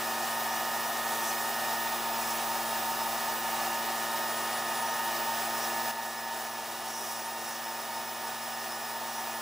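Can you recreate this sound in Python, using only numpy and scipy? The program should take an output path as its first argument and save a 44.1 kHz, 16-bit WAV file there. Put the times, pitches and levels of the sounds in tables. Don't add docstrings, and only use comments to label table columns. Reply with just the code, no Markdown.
import sys
import numpy as np
from scipy import signal
from scipy.fft import rfft, irfft, next_fast_len
from scipy.io import wavfile

SR = 44100
rng = np.random.default_rng(int(sys.argv[2]) if len(sys.argv) > 2 else 0)


def elevation(decibels):
    levels = np.asarray(decibels, float)
    return 10 ** (levels / 20)


def transcribe(u):
    v = np.clip(np.atleast_2d(u).T, -1, 1)
    q = np.round(v * 32767).astype(np.int16)
    wavfile.write(sys.argv[1], SR, q)


N = 414981
TIME_S = np.arange(N) / SR
SIZE = next_fast_len(N)
HZ = np.maximum(np.arange(SIZE // 2 + 1) * SR / SIZE, 1)


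def in_time(rows):
    s, *columns = np.transpose(rows)
    return [np.interp(TIME_S, s, column) for column in columns]


def at_hz(points, hz):
    table_hz, table_db = np.array(points).T
    return np.interp(np.log(hz), np.log(table_hz), table_db)


def drift(rate_hz):
    every = 40
    r = np.exp(-2 * np.pi * every * rate_hz / SR)
    noise = rng.standard_normal(N // every + 2002)
    slow = signal.lfilter([1], [1, -2 * r, r * r], noise)[2000:]
    return np.interp(np.arange(N) / every, np.arange(len(slow)), slow / slow.std())


def swell(s, half_s):
    return np.exp(-np.abs((TIME_S - s) / half_s) ** 3)


def peak(hz, width_hz):
    return 1 / (1 + (2 * (HZ - hz) / width_hz) ** 2)


def through(hz, top):
    top_hz, width_hz, top_db = top
    return top_db - 10 * np.log10(1 + (2 * (hz - top_hz) / width_hz) ** 2)


def slope(hz, order):
    return 1 / (1 + (hz / HZ) ** order)


def resonant(base, modes):
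    lift = sum(elevation(2 * db) * peak(hz, width_hz) for hz, width_hz, db in modes)
    return elevation(2 * at_hz(base, HZ)) * (1 + lift)


def dense_modes(ripple_db, spacing_hz):
    knots = np.arange(0, SR / 2, spacing_hz)
    ripple = np.interp(HZ, knots, rng.standard_normal(len(knots)))
    return elevation(2 * ripple_db * ripple)


def lead(seconds):
    return np.exp(1j * np.pi * HZ * seconds * np.array([[-1], [1]]))


def stereo_noise(power):
    # pitch_hz, side_minus_mid_db
    unlike = [(60, -60), (240, -60), (330, -32), (800, -27), (1150, -17), (1300, -18), (1450, -45),
              (2000, -40), (2300, -11), (4000, -15), (5200, -12.5), (6000, -18), (7000, -13), (13000, -2)]
    mid, side = rfft(rng.standard_normal((2, SIZE))) * np.sqrt(power * SR / 2)
    shared = mid * lead(9e-6)
    unshared = elevation(at_hz(unlike, HZ)) * side * [[1], [-1]]
    return irfft(shared + unshared, SIZE)[:, :N]


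def tone(turns, level_db, wobble_db):
    level = np.sqrt(2) * elevation(level_db + wobble_db * drift(0.89))
    return level * np.cos(2 * np.pi * turns)


def workshop():
    # start_s, pitch_hz, level_db
    far_motor = [(0, 181, -95), (3.2, 180, -90), (3.5, 178, -72), (4.0, 172, -70), (4.3, 150.1, -64),
                 (4.55, 138, -74), (4.8, 130, -95), (9.41, 130, -95)]
    # start_s, peak_db
    bumps = [
        (2.2, -66),
        (5.02, -70),
        (6.0, -68),
    ]
    hz, level_db = in_time(far_motor)
    out = tone(np.cumsum(hz) / SR, level_db, wobble_db=6.0)
    age = np.arange(SR // 4) / SR
    thump = age / 0.018 * np.exp(1 - age / .02) * np.sin(2 * np.pi * 66 * age)
    for s, db in bumps:
        first = round(s * SR)
        out[first:first + len(age)] += elevation(db) * thump
    return out


def extractor():
    # start_s, whine_hz (60 x shaft speed)
    speed = [(0, 14955), (1.56, 14949), (1.8, 14920), (2.38, 14920), (2.8, 14935), (3.55, 14928),
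             (4.06, 14950), (4.3, 14996), (4.94, 14997), (5.2, 14912), (5.75, 14894), (5.94, 14879),
             (6.46, 14871), (6.6, 14833), (6.95, 14807), (7.2, 14852), (7.66, 14868), (9.41, 14872)]
    # multiple_of_shaft_speed, level_db (rms)
    shaft_orders = [(1, -63), (10, -59.5), (15, -59.5), (55, -68)]
    # whine_hz on top, width_hz, top_db
    whine_top = (14930.0, 150, -40.5)
    blade_top = (15010.0, 230, -42.5)
    vane_top = (14888.0, 53, -55.5)
    hz, = in_time(speed)
    turns = np.cumsum(hz / 60 * (1 + .0001 * drift(15.4))) / SR
    weak_orders = sum(tone(k * turns, db, wobble_db=1.5) for k, db in shaft_orders)
    blades = tone(5 * turns, through(hz, blade_top), wobble_db=0.3)
    vanes = tone(45 * turns, through(hz, vane_top), wobble_db=1.5)
    whine_db = through(hz, whine_top) + 1.0 * drift(14.0)
    whine = tone(60 * turns, whine_db, wobble_db=.3)
    return weak_orders + blades + vanes + whine


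def compressor():
    # start_s, pitch_hz (16th stroke harmonic)
    stroke = [(0, 1840), (.4, 1841.5), (1.93, 1842.3), (1.99, 1836), (2.7, 1837), (3.6, 1839), (4.4, 1843),
              (4.9, 1843), (5.2, 1840), (6.3, 1839), (6.7, 1836), (7.2, 1837.5), (9.41, 1840)]
    # multiple_of_stroke_rate, level_db (rms)
    stroke_orders = [(1, -61), (2, -50.5), (3, -53.5), (5, -52.5), (7, -47), (8, -45.5), (9, -50),
                     (10, -59.5), (11, -57), (12, -59), (13, -64.5), (15, -47), (16, -46.5), (17, -55.5),
                     (22, -61), (23, -70), (24, -56), (25, -55.5), (26, -61), (28, -64), (29, -77),
                     (30, -58)]
    # top_hz, width_hz, top_db
    stroke_top = (1843.5, 7.0, -43)
    hz, = in_time(stroke)
    turns = np.cumsum(hz / 16 * (1 + 0.00028 * drift(3.13))) / SR
    smear = rng.normal(-.1, .09, len(stroke_orders))
    out = np.zeros(N)
    for (k, db), shift in zip(stroke_orders, smear):
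        level_db = through(hz, stroke_top) if k == 16 else db
        out += tone(k * turns + shift, level_db, wobble_db=0.53 + 0.05 * k)
    return out


def cabinet_roar(turbulence):
    # pitch_hz, level_db (per Hz)
    panel_base = [(25, -103.4), (60, -100.5), (100, -97.0), (160, -87), (300, -86), (500, -78.5),
                  (650, -83), (950, -75.5), (1050, -91), (1480, -77), (1560, -86), (2000, -81.5),
                  (3000, -82.5), (4200, -83.1)]
    # pitch_hz, width_hz, lift_db over the base
    panel_modes = [(138, 11, 6), (350, 8.1, 13), (399, 15, 10.5), (444, 16, 4.5), (616.6, 7.3, 18),
                   (647, 12, 19), (682, 28, 18.5), (759, 27, 20.0), (909, 20.7, 19.0), (1066, 25, 20.0),
                   (1145, 16, 16.5), (1150, 108, 17.5), (1470, 16, 6.5), (1615, 26, 13.5), (1630, 16, 6),
                   (1752, 77, 12.5), (1914, 12, 10.5), (2212, 24, 9), (2270, 18, 2.5), (2420, 31, 4.9),
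                   (2484, 33, 8.5), (2700, 19, 2), (2770, 42, 3.5), (2973, 53, 7), (3230, 25, 6),
                   (3240, 15, 6), (3386, 58, 5.5), (3740, 105, 5.5), (3880, 68, 8)]
    power = resonant(panel_base, panel_modes) * dense_modes(ripple_db=0.65, spacing_hz=21.64)
    power = power * (1 - slope(4150, order=30))
    return elevation(0.62 + 0.58 * turbulence) * stereo_noise(power)


def whistles():
    # start_s, level_db
    lock = [(0, -56), (.74, -52), (1.2, -61), (1.85, -57), (2.24, -55), (3.16, -55), (3.45, -60),
            (4.4, -51), (4.95, -53), (5.5, -62), (5.88, -57), (6.16, -60), (6.9, -53), (7.2, -54),
            (7.8, -60), (8.16, -56), (8.4, -55), (9.41, -58)]
    # pitch_hz, width_hz
    stages = [
        (9743, 30),
        (9626, 28),
        (5219, 30),
    ]
    drop_s, glide_s, left_db = 5.26, .15, -6
    lock_db, = in_time(lock)
    fallen = .5 + .5 * np.tanh((TIME_S - drop_s) / glide_s)
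    upper_db = lock_db + left_db * fallen
    lower_db = lock_db + 1.5 * left_db * (1 - fallen)
    hose_db = -54.5 + 3.5 * fallen + .25 * (lock_db - lock_db.mean()) + .8 * drift(4.4)
    out = 0
    for db, (hz, width_hz) in zip((upper_db, lower_db, hose_db), stages):
        out = out + elevation(db + 2.0) * stereo_noise(peak(hz, width_hz) ** 2 / width_hz)
    return out


def grit_clumps():
    # start_s, level_db
    clumps = [
        (1.262, -45),
        (1.288, -42),
        (1.303, -41),
    ]
    spits = sum(elevation(db) * np.exp(-((TIME_S - s) / 0.011) ** 2) for s, db in clumps)
    ring = peak(6000, 450) ** 2 + .2 * peak(7400, 900) ** 2
    ring = ring + .35 * peak(8900, 300) ** 2 + .2 * peak(11000, 200) ** 2
    return spits * stereo_noise(ring / 550)


def splash(feed_db):
    # start_s, half_length_s, level_db
    splashes = [(.54, .05, -47), (1.16, .05, -51), (1.265, .055, -46), (2.26, .07, -50),
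                (4.916, .045, -44.5), (5.38, .04, -51), (5.64, .04, -46), (6.06, .05, -50),
                (6.957, 0.073, -41), (7.12, .09, -42), (7.5, .09, -45), (8.65, .05, -48), (9.14, .07, -44)]
    turned_s, edge_db, face_db = 5.915, -52, -49.5
    steady_db = np.where(TIME_S < turned_s, edge_db, face_db)
    steady_db = steady_db + 2.0 * feed_db.clip(None, 0)
    landings = sum(elevation(2 * db) * swell(s, half_s) for s, half_s, db in splashes)
    aim = np.sqrt(elevation(2 * steady_db) + landings)
    return aim * elevation(1.4 * drift(30)) * stereo_noise(peak(5740, 780) ** 2 / 700)


def jet(turbulence):
    # start_s, half_length_s, change_db
    surges = [(0.0, .06, 1), (.25, .05, 1.2), (1.17, .12, 1.5), (1.285, .04, 2.5), (1.45, .08, 2),
              (2.07, 0.11, -1.5), (2.287, .08, 2.5), (3.47, 0.089, 0), (3.85, 0.091, -1), (4.3, .06, 0),
              (4.53, .12, -0.5), (5.7, 0.11, 0.5), (5.97, .05, -1.8), (6.07, .05, 1.5), (6.28, .05, -2),
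              (6.39, .05, 1.6), (7.05, 0.18, 2.8), (7.47, .08, 1.5), (9.0, .05, -1), (9.15, .09, 1.4)]
    # pitch_hz, level_db (per Hz)
    jet_base = [(4200, -83.5), (5000, -80.3), (6000, -82), (6500, -81.3), (8000, -82.3), (9400, -84.8),
                (11000, -82.9), (11500, -85.9), (13000, -86.3), (14200, -84.6), (15000, -84),
                (15650, -84.3)]
    # pitch_hz, width_hz, lift_db over the base
    jet_modes = [(4257, 40, 5), (4367, 32, 3.3), (4449, 54, 7.8), (4536, 26, 10), (5298, 32, 5.5),
                 (8198, 47, 2.5), (9015, 70, 3.5), (9968, 32, 2.5), (10317, 75, 2.1), (10510, 40, 2),
                 (14759, 360, 2.2)]
    feed_db = sum(db * swell(s, half_s) for s, half_s, db in surges)
    power = resonant(jet_base, jet_modes) * dense_modes(ripple_db=1.0, spacing_hz=38.7)
    power = power * slope(4190, order=30)
    body_share = 1 - slope(6200, order=16)
    top_share = slope(10600, order=24)
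    hiss_share = (1 - body_share - top_share).clip(0)
    body = elevation(0.65 + 0.66 * turbulence) * stereo_noise(power * body_share)
    hiss = elevation(1.5 + feed_db + 0.81 * turbulence) * stereo_noise(power * hiss_share)
    top = elevation(-0.5 + 1.4 * feed_db + 1.0 * turbulence) * stereo_noise(power * top_share)
    return body + hiss + top + splash(feed_db) + whistles()


def scene():
    turbulence = 0.59 * drift(7.0) + .5 * drift(40)
    machines = workshop() + extractor() + compressor()
    tones = irfft(rfft(machines, SIZE) * lead(12e-6), SIZE)[:, :N]
    return tones + cabinet_roar(turbulence) + grit_clumps() + jet(turbulence)


def top_cut(x):
    return signal.sosfilt(signal.butter(12, 15720, fs=SR, output="sos"), x)


def record(dry):
    # start_s, gain_db
    gain = [
        (0, 0),
        (5.913, 0),
        (5.917, -4.5),
        (9.41, -4),
    ]
    # pitch_hz, left_minus_right_db
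    balance = [(60, 0), (2380, 0), (4400, -.6), (8120, -1.1), (15000, -1.6)]
    gain_db, = in_time(gain)
    rounded = .25 * np.tanh(dry / .25) * elevation(gain_db)
    shade = elevation(at_hz(balance, HZ) * np.array([[.6], [-.6]])) * (HZ < 15725)
    heard = irfft(rfft(rounded, SIZE) * shade, SIZE)[:, :N]
    return top_cut(heard)


dry = scene()
out = record(dry)
transcribe(out)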